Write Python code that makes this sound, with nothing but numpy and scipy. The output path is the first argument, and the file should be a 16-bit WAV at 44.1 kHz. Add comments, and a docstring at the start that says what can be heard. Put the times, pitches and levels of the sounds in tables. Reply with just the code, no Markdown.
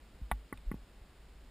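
"""Camera handling in a quiet cave.

Fingers shift on a hand-held camera: dry, close clicks and soft bumps reach the microphone through
the case, and pushes set the body wobbling at a low pitch. Faint cave air and microphone hiss lie
beneath. The camera's coarse sample-and-hold mirrors every sound into the treble as a thin, gritty edge."""
import sys
import numpy as np
from scipy import signal
from scipy.fft import rfft, irfft
from scipy.io import wavfile

SR = 44100
rng = np.random.default_rng(int(sys.argv[2]) if len(sys.argv) > 2 else 0)


def dump_mix(stems):
    """Bounce the given channels to the path in sys.argv[1] as a 16-bit WAV at rate SR."""
    frames = np.atleast_2d(stems).T  # one column per channel
    limited = np.clip(frames, -1, 1)  # hard clip at full scale
    pcm = np.round(limited * 32767).astype(np.int16)
    wavfile.write(sys.argv[1], SR, pcm)


N = 66150
TIME_S = np.arange(N) / SR


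def from_db(db):
    """Decibels to gain."""
    return 10 ** (np.asarray(db) / 20)


def clicks(times_s, levels_db):
    """One impulse at each time."""
    out = np.zeros(N)
    np.add.at(out, np.round(np.asarray(times_s) * SR).astype(int), from_db(levels_db))
    return out


def ring(x, hz, t60_s):
    """Damped mode: a unit impulse starts a decaying unit sine."""
    radius = from_db(-60 / (t60_s * SR))
    step_rad = 2 * np.pi * hz / SR
    feedback = [1, -2 * radius * np.cos(step_rad), radius * radius]
    return signal.lfilter([0, radius * np.sin(step_rad)], feedback, x + 1e-18)


def sharp_ring(x, hz, t60_s):
    """Differentiated mode: abrupt onset, little energy below its pitch."""
    return np.diff(ring(x, hz, t60_s), prepend=0) / (2 * np.sin(np.pi * hz / SR))


def lowpass(x, hz, order=2):
    """Butterworth low-pass."""
    return signal.sosfilt(signal.butter(order, hz, fs=SR, output="sos"), x)


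def struck(start_s, blow_db, modes):
    """One blow rings parallel modes of alternating sign."""
    return sum(sharp_ring(clicks([start_s], [blow_db + level_db]), hz, t60_s) * (-1) ** k
               for k, (hz, level_db, t60_s) in enumerate(modes))


def noise(spectrum):
    """Unit-rms shaped noise, rolled off below the first spectrum point."""
    hz, db = np.transpose(spectrum)
    bins_hz = np.maximum(np.arange(N // 2 + 1) * SR / N, 1)
    gain = from_db(np.interp(np.log(bins_hz), np.log(hz), db))
    gain *= np.minimum(bins_hz / hz[0], 1) ** 2
    out = irfft(rfft(rng.standard_normal(N)) * gain, N)
    return out / out.std()


def air_and_hiss():
    """Steady cave air and microphone hiss, centred but for a faint antiphase hiss."""
    # centre noise: freq_hz, density_db
    air_spectrum = [(20, -2.5), (40, 0), (52, 2), (75, -10), (120, -15.5), (230, -14.5), (320, -18),
                    (500, -20.5), (1000, -25.5), (2000, -28), (3500, -31.5), (5300, -36.5)]
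    # side noise: freq_hz, density_db
    side_spectrum = [(100, -17), (300, -5.5), (3000, -6), (5200, -7.5)]
    centre = from_db(-56.5) * noise(air_spectrum)
    side = from_db(-74) * noise(side_spectrum)
    return centre + side * np.array([[1], [-1]])


def body_wobble():
    """The loosely held body swings after each push and heaves once as the grip shifts."""
    # pushes on the body: start_s, level_db
    pushes = [(0.144, -44), (0.2205, -33), (0.316, -28), (.536, -46), (0.579, -42.5), (0.7305, -47.5),
              (.751, -45.5), (1.013, -44.5), (1.19, -53), (1.356, -48.5), (1.394, -51.5)]
    swing = ring(clicks(*np.transpose(pushes)), hz=51.6, t60_s=0.26)
    heave_peak_s, heave_sigma_s, heave_hz = 0.684, 0.012, 38.4
    offset_s = TIME_S - heave_peak_s
    envelope = from_db(-28) * np.exp(-0.5 * (offset_s / heave_sigma_s) ** 2)
    heave = envelope * np.cos(2 * np.pi * heave_hz * offset_s)
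    return lowpass(swing, hz=266) - heave


def finger_knocks():
    """Each contact gives a thud, body hum, clack and case ring; softer contacts pass less treble."""
    # contacts: start_s, thud_db, thud_hz, body_db, clack_db, case_db, cutoff_hz
    contacts = [(0.213, -35, 98, -60, -74, -76, 1390), (0.3131, -33, 205, -39.5, -26.5, -29.5, 3800),
                (0.525, -27.5, 257, -44.5, -70, -38.5, 2480), (0.7139, -23.5, 202, -41.5, -74, -42.5, 2260),
                (0.7406, -28, 188, -46, -54, -57, 1490)]
    # body hum: pitch_hz, level_db, t60_s
    body_modes = [(82.5, 1, 0.084), (106.5, -0.5, 0.11), (189, -0.5, 0.057), (246, 4, 0.036),
                  (256, -8, 0.16)]
    # hard-contact clack: pitch_hz, level_db, t60_s
    clack_modes = [(490, -8, 0.009), (739, 3, 0.023), (956, -0.5, 0.023), (1570, -6, 0.0033),
                   (2270, -3.5, 0.023)]
    # case ring: pitch_hz, level_db, t60_s
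    case_modes = [(835, -7, 0.061), (1129, 0.5, 0.037), (1455, -6.5, 0.042), (1788, -3.5, 0.028),
                  (1897, -2.5, 0.024), (1985, 2.5, 0.027), (2182, 0.5, 0.013), (2710, -52, .016),
                  (3050, -11, 0.016), (3580, -3, 0.012)]
    out = 0
    for start_s, thud_db, thud_hz, body_db, clack_db, case_db, cutoff_hz in contacts:
        thud = sharp_ring(clicks([start_s], [thud_db]), thud_hz, t60_s=0.019)
        hum = struck(start_s, body_db, body_modes)
        bump = lowpass(thud + hum, hz=2.26 * thud_hz, order=4)
        clack = lowpass(struck(start_s, clack_db, clack_modes), hz=2750)
        case = lowpass(struck(start_s, case_db, case_modes), hz=3370)
        out = out + bump + lowpass(case - clack, cutoff_hz, order=8)
    return out


def shell_snaps():
    """The plastic shell slips: gritty bursts that die within milliseconds."""
    # slips: start_s, level_db
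    slips = [(.3140, -36.5), (0.3178, -43.5), (0.3179, -63), (0.5735, -47), (0.7132, -52)]
    # grit: freq_hz, density_db
    grit_spectrum = [(500, -26), (1800, 2.5), (2500, 11), (3100, -7.5), (3700, 8.5), (4000, -27.5),
                     (5200, -10.5)]
    attack_s, t60_s = 0.00083, 0.018
    envelope = 0
    for start_s, level_db in slips:
        age_s = np.maximum(TIME_S - start_s, 0)
        attack = np.minimum(age_s / attack_s, 1)
        envelope = envelope + attack * from_db(level_db - 60 * age_s / t60_s)
    return envelope * noise(grit_spectrum)


def scene():
    """Dry, centred handling sounds over air and hiss."""
    return air_and_hiss() + body_wobble() + finger_knocks() + shell_snaps()


def record(dry):
    """Coarse sampler: band limit, mirror images either side of the hold rate, steep top cut."""
    hold_rate_hz, mirror_db = 12000, 0.04
    narrow = lowpass(dry, hz=5500, order=20)
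    # differentiate, modulate, integrate: images fall as 1/f, as in a sample-and-hold
    slope = np.diff(narrow, prepend=0)
    mirror = np.cumsum(slope * 2 * np.cos(2 * np.pi * hold_rate_hz * TIME_S), axis=-1)
    low_cut = signal.butter(4, hold_rate_hz / 4, "high", fs=SR, output="sos")
    mirror = signal.sosfilt(low_cut, mirror)
    held = lowpass(narrow + from_db(mirror_db) * mirror, hz=15550, order=10)
    top_cut = signal.ellip(10, 0.2, 80, 15250, fs=SR, output="sos")
    return signal.sosfilt(top_cut, held)


dry = scene()
out = record(dry)
dump_mix(out)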